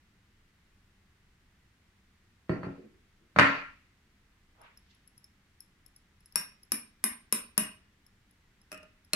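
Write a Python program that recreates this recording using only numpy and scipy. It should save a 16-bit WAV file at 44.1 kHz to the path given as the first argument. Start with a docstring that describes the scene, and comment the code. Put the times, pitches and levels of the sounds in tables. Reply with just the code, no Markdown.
"""Steel claws and rod on a wooden table

In a small room, close to a phone's stereo microphone, a heavy steel claw is set down on a table in two goes.
A metal rod ticks in the fingers, taps the claw five times, skids over a second claw and taps that once.
Blows sum decaying modes of rod, claw and table with shaped noise bursts; rubs and hush are filtered noise.
The room adds a dense echo; the phone's noise suppressor shortens the tails."""
import sys
import numpy as np
from scipy import signal
from scipy.fft import rfft, irfft, next_fast_len
from scipy.io import wavfile
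from scipy.ndimage import uniform_filter1d

SR = 44100
rng = np.random.default_rng(int(sys.argv[2]) if len(sys.argv) > 2 else 0)


def store_wav(level_fs):
    """Save 16-bit WAV to argv[1]."""
    pcm = np.round(np.clip(np.atleast_2d(level_fs), -1, 1) * 32767)
    wavfile.write(sys.argv[1], SR, pcm.T.astype(np.int16))


N = 403515
AGE = np.arange(32768) / SR  # seconds since a sound began
TOP_HZ = 15900  # the phone records nothing much above this

# In all tables and settings, levels are relative and t60 is the time to decay by 60 dB.

# Background hush of the room. Each row: frequency in Hz, level in dB.
HUSH_SPECTRUM = [(12, -35), (20, 2.5), (38, -7), (77, -2.5), (163, -12), (198, -6.5), (234, -14.5),
                 (337, -17), (422, -21.5), (574, -27), (2020, -19.5), (2260, -22.5), (8650, -36),
                 (14700, -42), (16000, -46.5)]
# Echo of the small room. Each row: frequency in Hz, level in dB.
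ECHO_SPECTRUM = [(50, -20.5), (170, -4.5), (500, -6.5), (1400, -4), (2500, -2), (5000, -10), (8000, -6),
                 (11000, -11), (12900, -11), (14500, -21.5)]
# The claw shifts on the table, later the rod is drawn off it and a sleeve brushes by.
# Each row: loudest moment in seconds, level in dB, fade time in s, lowest and highest frequency in Hz.
RUBS = [(2.795, -46, 0.01888, 177.4, 522.4), (2.841, -49.5, 0.022, 164.6, 451.3),
        (2.945, -56.5, 0.027, 159.6, 421.8), (3.225, -58.5, 0.021, 169.1, 457.5),
        (4.615, -53.5, 0.033, 395, 1495), (4.65, -53.5, .035, 680, 3570), (4.91, -60.5, 0.049, 1900, 6023)]
# The rod's head ticks as it is handled. Each row: start in seconds, level in dB.
TICKS = [(4.616, -32.5), (4.774, -29), (5.076, -29), (5.179, -29), (5.243, -30.5), (5.605, -21.5),
         (5.863, -27.5), (5.963, -28), (6.259, -28), (6.324, -33), (6.632, -27.5), (8.065, -32.5),
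         (9.048, -36)]
# Rod, damped by the fingers, lower mode first. Each row: frequency in Hz, level in dB, t60 in s.
ROD_MODES = [(5300, -10, 0.023), (10300, -10.5, 0.0035), (11088, 2, 0.019), (11240, -9, 0.0062)]
# Steel-on-steel contact. Each row: frequency in Hz, level in dB.
CONTACT_SPECTRUM = [(500, -18.5), (2500, -5), (4300, -17), (5400, 6.5), (6400, -7.5), (7800, -2.5),
                    (9800, -1), (11000, 2), (12300, -4), (13800, -8.5), (16000, -20)]
# Table top under the claw, low modes. Each row: frequency in Hz, level in dB, t60 in s.
BOOM_MODES = [(115, -10.5, 0.02), (176, 9, 0.16), (208.4, -4, 0.12), (274.3, 3.5, 0.36),
              (325.2, -0.5, 0.037), (403, 1.5, 0.079), (624, -7.5, 0.11)]
# The table top's upper resonances. Each row: frequency in Hz, level in dB, t60 in s.
CLACK_MODES = [(700, -9.5, 0.034), (926, -11, .06), (1082, -2.5, 0.22), (1204.5, -0.5, 0.078),
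               (1317, 2, 0.049), (1383.3, -1.5, 0.4), (1423, -9.5, 0.051), (1768, 5.5, .06),
               (1900, -4, .07), (2100, -4, 0.015), (2480, -4.5, 0.068)]
# The table's crowded modes. Each row: frequency in Hz, level in dB.
WOOD_SPECTRUM = [(100, -10.5), (300, 1), (550, -1), (750, -9), (1050, -5), (2000, 1.5), (2600, -3),
                 (3300, -9.5), (4400, -8), (6500, -11.5), (10000, -10.5), (15000, -28.5)]
# The claw meets the table. Each row: start in seconds, force in dB, weight behind it in dB,
# contact cut-off in Hz (low when cushioned, high for a bare edge).
KNOCKS = [(2.4944, 1, 4.5, 1500), (2.518, -12.5, 9, 900), (2.632, -2, -8, 1277), (2.643, -9.5, -4.5, 1400),
          (2.664, -11.5, 7, 920), (3.362, 1.5, 0.5, 1900), (3.3872, 8, 0.5, 3105),
          (3.3953, 8.5, -5.5, 2893), (3.4125, -1.5, -2, 2440)]
# Steel edge chattering on wood. Each row: frequency in Hz, level in dB.
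CHATTER_SPECTRUM = [(700, -10), (1500, 10), (2600, 9.5), (3400, -1), (4400, 0.5), (6500, -6),
                    (9000, -20.0), (11500, -14.5), (13000, -40.0)]
# First claw's free ring.
# Each row: frequency in Hz, level when tapped in dB, level when it lands in dB, t60 in s, left minus right in dB.
CLAW_MODES = [(4484, -26, -1, .5, 0), (5507, -14, -14, .17, -2), (8021, -19, -26, .26, 0),
              (8990, 0, -10, .24, -11), (11200, 0, -15, .22, 6), (12860, -5, -30, .2, 12),
              (4492, -32, -2, .5, 0)]
# Second claw, damped by the table under it. Each row: frequency in Hz, level in dB, t60 in s.
SECOND_CLAW_MODES = [(622.7, 3, 0.16), (1232, -2, 0.27), (1390, 1.5, 0.11), (2560, 7, 0.025),
                     (2890, -2.5, 0.036)]
# The rod strikes the first claw. Each row: start in seconds, force in dB, share passed to the table in dB,
# rocking frequency in Hz, the 5.5 kHz mode at the spot struck in dB.
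TAPS = [(6.3573, -2.5, -3.5, 184.4, 16.5), (6.7195, -3.5, 0, 280.2, 1), (7.04, -0.5, -2.5, 232.3, -1.5),
        (7.325, -0.5, -2.5, 226.8, 2.5), (7.578, 0, 3.5, 190, -2.5)]
# First claw's low bending modes, damped by the table. Each row: frequency in Hz, level in dB, t60 in s.
CLANK_MODES = [(985, -0.5, 0.055), (1189.6, 4, 0.012), (1561, -3.5, 0.096), (1770, -10.5, 0.19),
               (2086, -10, 0.11), (2464, 1, 0.041), (2814, -9, 0.067), (3770, -4.5, 0.15)]
# Modes freed when a hard tap lifts the claw off the table. Each row: frequency in Hz, level in dB, t60 in s.
FREED_MODES = [(623.4, -4, 0.087), (2876, -2, 0.07)]

HUSH_DB, SUPPRESS_DB = -66, 6.5  # hush after the suppressor's full cut; that cut
ROOM_T60_S, ROOM_TOP_T60_S = 0.48, 0.26

TICK_LOWER_DB, TICK_PAN_DB = 6, 9  # the rod's lower mode; its upper modes, left minus right
FAINT_TICK_DB = -39.5  # fainter ticks fall at random in between

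KNOCK_HZ = 2000  # the three levels below hold for a contact that reaches this high
THUD_DB, CLACK_DB, STEEL_DB = -10, 1.5, -23  # the thud is set against the boom
# A harder contact: less thud, more clack and ring.
THUD_DB_PER_OCTAVE, CLACK_DB_PER_OCTAVE, STEEL_DB_PER_OCTAVE = -2.5, 12, 7.5

SKID_S, SKID_HOP_S, SKID_HOP_GROWTH = 8.717, .01, 1.76  # start, first gap, each gap over the last
SKID_DB, SKID_DB_PER_HOP = -16, -2
# A glancing touch has less click and ping, and each hop is softer.
SKID_BRIGHT_DB, SKID_BRIGHT_DB_PER_HOP = -6.5, -2.5
SECOND_TAP_S, SECOND_TAP_DB = 9.1335, -2.5
SECOND_RING_DB, SECOND_BOOM_DB = -2, -1
PING_HZ, PING_DB, PING_T60_S = 4230, 1, .025  # the second claw's short ping under a square blow

ROD_DB, RING_DB, CLICK_DB, CLANK_DB = 7.5, 3, -0.5, -5  # what a tap of force 0 dB draws from the steel
ROCK_DB, BOOM_DB = -5.5, -14  # and, before the tap's own share, from the table
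FREED_DB, FREED_DB_PER_DB = -20, 3  # freed modes' level, and its growth with the jolt to the table
CLANK_DRIFT = .015  # the contact with the table shifts the low modes from tap to tap


def amp(db):
    """Decibels to gain."""
    return 10 ** (np.asarray(db) / 20)


def unit(x):
    """Scale to unit energy per channel on average."""
    return x / np.sqrt(np.mean(np.sum(x ** 2, axis=-1)))


def pan(db):
    """Left and right gains of equal total power, for a left-minus-right difference in dB."""
    gains = amp(np.array([[db], [-db]]) / 2)
    return gains / np.sqrt(np.mean(gains ** 2))


def fade(t60):
    """Exponential decay by 60 dB in t60 seconds."""
    return np.exp(-np.log(1000) * AGE / t60)


def add(out, s, x):
    """Mix x in at time s."""
    i = int(s * SR)
    out[:, i:i + len(AGE)] += x[..., :N - i]


def band(x, lo_hz, hi_hz):
    """Band-pass, never reaching above the phone's top."""
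    sos = signal.butter(2, [lo_hz, min(hi_hz, TOP_HZ)], "band", fs=SR, output="sos")
    return signal.sosfilt(sos, x)


def colour(x, points):
    """Causal minimum-phase filter through (Hz, dB) points, built by folding the cepstrum."""
    n = x.shape[-1]
    hz, db = np.transpose(points)
    bin_hz = np.arange(n // 2 + 1) * SR / n
    level_db = np.interp(np.log(bin_hz + 1), np.log(hz), db)
    cepstrum = irfft(np.log(amp(level_db)), n)
    cepstrum[1:n // 2] *= 2
    cepstrum[n // 2 + 1:] = 0
    return irfft(rfft(x) * np.exp(rfft(cepstrum)), n)


def diffuse(n, split_hz=650):
    """Noise from all sides: alike at both microphone ports in the bass, unrelated in the treble."""
    mid, side = rfft(rng.standard_normal((2, n)))
    bin_hz = np.arange(n // 2 + 1) * SR / n
    apart = 1 / (1 + (split_hz / (bin_hz + 1)) ** 2)
    opposed = np.array([[1], [-1]])
    return irfft(mid * np.sqrt(1 - apart / 2) + side * np.sqrt(apart / 2) * opposed, n)


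def mode(hz, t60, spread_hz=2200):
    """One mode set going from rest; the higher it is, the more its phase can differ between the ports."""
    skew = rng.uniform(-np.pi, np.pi) * min(hz / spread_hz, 1)
    swing = np.sin(2 * np.pi * hz * AGE + skew * np.array([[.5], [-.5]]))
    return unit(swing * fade(t60))


def ring(modes):
    """A set of (Hz, dB, t60) modes struck together; neighbours swing in opposite directions."""
    return unit(sum((-1) ** k * amp(db) * mode(hz, t60) for k, (hz, db, t60) in enumerate(modes)))


def burst(t60, points):
    """Crowded modes that die together, made of noise with the given spectrum."""
    return unit(colour(diffuse(len(AGE)) * fade(t60), points))


def hush():
    """Steady rumble and hiss of the quiet room, as loud as it is before suppression."""
    noise = colour(diffuse(next_fast_len(N, True), split_hz=900), HUSH_SPECTRUM)[:, :N]
    return amp(HUSH_DB + SUPPRESS_DB) * noise / noise.std()


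def room(x, build_s=.006, wet_db=0, direct_db=-2, split_hz=4800):
    """Direct sound and a dense echo whose treble dies first."""
    noise = diffuse(len(AGE))
    low = signal.sosfilt(signal.butter(5, split_hz, "low", fs=SR, output="sos"), noise)
    high = signal.sosfilt(signal.butter(5, split_hz, "high", fs=SR, output="sos"), noise)
    build = 1 - np.exp(-(AGE / build_s) ** 2)
    tail = unit((low * fade(ROOM_T60_S) + high * fade(ROOM_TOP_T60_S)) * build)
    echo = signal.oaconvolve(x, colour(tail, ECHO_SPECTRUM), axes=1)[:, :N]
    return amp(direct_db) * x + amp(wet_db) * echo


def rubs(grip_db=2.0, grip_s=0.008):
    """Short brushing strokes that swell and fade, unevenly as the surfaces catch."""
    out = np.zeros((2, N))
    middle_s = AGE.mean()
    for s, db, fade_s, lo_hz, hi_hz in RUBS:
        steps = np.arange(0, AGE[-1], grip_s)
        catching = amp(grip_db * np.interp(AGE, steps, rng.standard_normal(len(steps))))
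        # filtered twice for steeper edges
        rub = band(band(diffuse(len(AGE)), lo_hz, hi_hz), lo_hz, hi_hz) * catching
        swell = np.exp(-np.abs(AGE - middle_s) / fade_s)
        add(out, s - middle_s, amp(db) * swell * rub / rub.std())
    return out


def rod(lower_db, pan_db, lower_pan_db=-1):
    """The rod's short ping; the grip shifts its pitch a little, and the upper modes beam to one side."""
    grip = 1 + 0.0016 * rng.standard_normal()
    (hz, db, t60), *upper = ROD_MODES
    lower_ping = amp(db + lower_db) * pan(lower_pan_db) * mode(hz * grip, t60)
    upper_ping = ring([(upper_hz * grip, level, decay) for upper_hz, level, decay in upper])
    return lower_ping + pan(pan_db) * upper_ping


def handling(click_db=-7, click_t60=0.0018, grip_db=3, count=5):
    """The rod's head ticks as it is picked up and aimed; the grip varies its lower mode by chance."""
    out = np.zeros((2, N))
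    faint = [(s, FAINT_TICK_DB) for s in rng.uniform(TICKS[0][0], TICKS[-1][0], count)]
    for s, db in TICKS + faint:
        ping = rod(TICK_LOWER_DB + grip_db * rng.standard_normal(), TICK_PAN_DB)
        click = amp(click_db) * burst(click_t60, CONTACT_SPECTRUM)
        add(out, s, amp(db) * (ping + click))
    return out


def clack(crack_t60=.03, crack_db=4):
    """The wood's hard sound: a few clear resonances among many crowded ones."""
    return unit(ring(CLACK_MODES) + amp(crack_db) * burst(crack_t60, WOOD_SPECTRUM))


def table(thud_db, boom_db, clack_db, thud_t60=0.042, thud_hz=112, dull_t60=0.047, dull_db=-4,
          snap_hz=1500, snap_t60=0.0023, snap_db=-4):
    """The table takes the claw's weight with a sharp snap and a thud, then booms and clacks."""
    dull = unit(band(diffuse(len(AGE)) * fade(dull_t60), 110, 620))
    boom = unit(ring(BOOM_MODES) + amp(dull_db) * dull)
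    hard = unit(clack() + amp(snap_db) * mode(snap_hz, snap_t60))
    thud = unit(band(mode(thud_hz, thud_t60), 55, 270))
    return amp(thud_db) * thud + amp(boom_db) * boom + amp(clack_db) * hard


def claw(landing=False, spot_db=0):
    """The first claw's thin ring; how much its second mode sounds depends on the spot struck."""
    total = 0
    for k, (hz, tap_db, land_db, t60, side_db) in enumerate(CLAW_MODES):
        level_db = (land_db if landing else tap_db) + spot_db * (k == 1)
        total = total + amp(level_db) * pan(side_db) * mode(hz, t60)
    return unit(total)


def knocks(chatter_t60=0.73, chatter_db=7, free_ring_db=-2):
    """The claw lands on one edge, rocks, and later drops flat; a softer contact takes the treble away."""
    out = np.zeros((2, N))
    for s, db, weight_db, contact_hz in KNOCKS:
        hard = np.log2(contact_hz / KNOCK_HZ)  # hardness in octaves
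        thud_db = weight_db + THUD_DB + THUD_DB_PER_OCTAVE * hard
        wood = table(thud_db, weight_db, CLACK_DB + CLACK_DB_PER_OCTAVE * hard)
        # the steel edge chatters on the wood as it settles
        chatter = burst(chatter_t60, CHATTER_SPECTRUM)
        steel = amp(free_ring_db) * claw(landing=True) + amp(chatter_db) * chatter
        steel_gain = amp(STEEL_DB + STEEL_DB_PER_OCTAVE * hard)
        add(out, s, amp(db) * (band(wood, 45, contact_hz) + steel_gain * steel))
    return out


def strike(rod_db, click_db, contact_t60=0.018, rod_lower_db=-4, rod_pan_db=12):
    """Steel on steel: a bright click and the rod's ping."""
    click = burst(contact_t60, CONTACT_SPECTRUM)
    return amp(rod_db) * rod(rod_lower_db, rod_pan_db) + amp(click_db) * click


def second_claw(bright_db=0, rod_db=-1, click_db=3, wood_db=-2):
    """One touch of the rod on the second claw, which rings lower and duller than the first."""
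    body = amp(SECOND_RING_DB) * (ring(SECOND_CLAW_MODES) + amp(wood_db) * clack())
    boom = amp(SECOND_BOOM_DB) * ring(BOOM_MODES)
    return amp(bright_db) * strike(rod_db, click_db) + body + boom


def second_taps(count=5):
    """The rod skids over the second claw in a few hops, then strikes it squarely."""
    out, s = np.zeros((2, N)), SKID_S
    for hop in range(count):
        touch = second_claw(SKID_BRIGHT_DB + SKID_BRIGHT_DB_PER_HOP * hop)
        add(out, s, amp(SKID_DB + SKID_DB_PER_HOP * hop) * touch)
        s += SKID_HOP_S * SKID_HOP_GROWTH ** hop
    ping = amp(PING_DB) * mode(PING_HZ, PING_T60_S)
    add(out, SECOND_TAP_S, amp(SECOND_TAP_DB) * second_claw() + ping)
    return band(out, 220, TOP_HZ)


def rock(hz, rock_t60=0.083, jolt_t60=0.17, jolt_db=0):
    """A tapped claw rocks against the table top and jolts its crowded low modes."""
    jolt = unit(band(diffuse(len(AGE)) * fade(jolt_t60), 0.78 * hz, 1.1 * hz))
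    return unit(mode(hz, rock_t60) + amp(jolt_db) * jolt)


def taps(wood_t60=0.012, wood_db=0, rattle_t60=.07, rattle_db=0):
    """The rod strikes the first claw: both ring, and part of the blow passes into the table."""
    out = np.zeros((2, N))
    for s, db, table_db, rock_hz, spot_db in TAPS:
        shifted = [(hz * (1 + CLANK_DRIFT * rng.standard_normal()), level, t60)
                   for hz, level, t60 in CLANK_MODES]
        clank = unit(ring(shifted) + amp(wood_db) * burst(wood_t60, WOOD_SPECTRUM))
        steel = strike(ROD_DB, CLICK_DB) + amp(RING_DB) * claw(spot_db=spot_db) + amp(CLANK_DB) * clank
        # a hard tap lifts the claw off the table, so it rattles
        rattle = unit(ring(FREED_MODES) + amp(rattle_db) * burst(rattle_t60, WOOD_SPECTRUM))
        freed = amp(FREED_DB + FREED_DB_PER_DB * (db + table_db)) * rattle
        boom = unit(band(ring(BOOM_MODES), 310, 3016))  # so short a blow favours the table's higher modes
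        wood = amp(ROCK_DB) * rock(rock_hz) + amp(BOOM_DB) * boom
        add(out, s, amp(db) * (steel + freed + amp(table_db) * wood))
    return band(out, 160, TOP_HZ)


def scene():
    """All blows and handling sounds in the room, over its hush."""
    return hush() + room(rubs() + handling() + knocks() + second_taps() + taps())


def suppress(x, shut_db=8.0, open_db=19):
    """Noise suppressor: each band is turned down as it sinks towards its own usual (median) level."""
    size = 512
    bins = signal.stft(x, nperseg=size)[2]
    power = np.mean(np.abs(bins) ** 2, axis=0)
    # smoothed over neighbouring bands, then over time
    power = uniform_filter1d(uniform_filter1d(power, size=7, axis=0), size=3, axis=1)
    usual = np.median(power, axis=1, keepdims=True)
    over_db = 10 * np.log10(np.maximum(power / usual, 1))
    gain = amp(np.interp(over_db, [shut_db, open_db], [-SUPPRESS_DB, 0]))
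    return signal.istft(bins * gain, nperseg=size)[1][:, :N]


def record(dry):
    """The phone suppresses noise, rounds the loudest peaks and cuts the top."""
    rounded = np.tanh(suppress(dry))
    return signal.sosfilt(signal.ellip(8, .2, 70, TOP_HZ, fs=SR, output="sos"), rounded)


dry = scene()
out = record(dry)
store_wav(out)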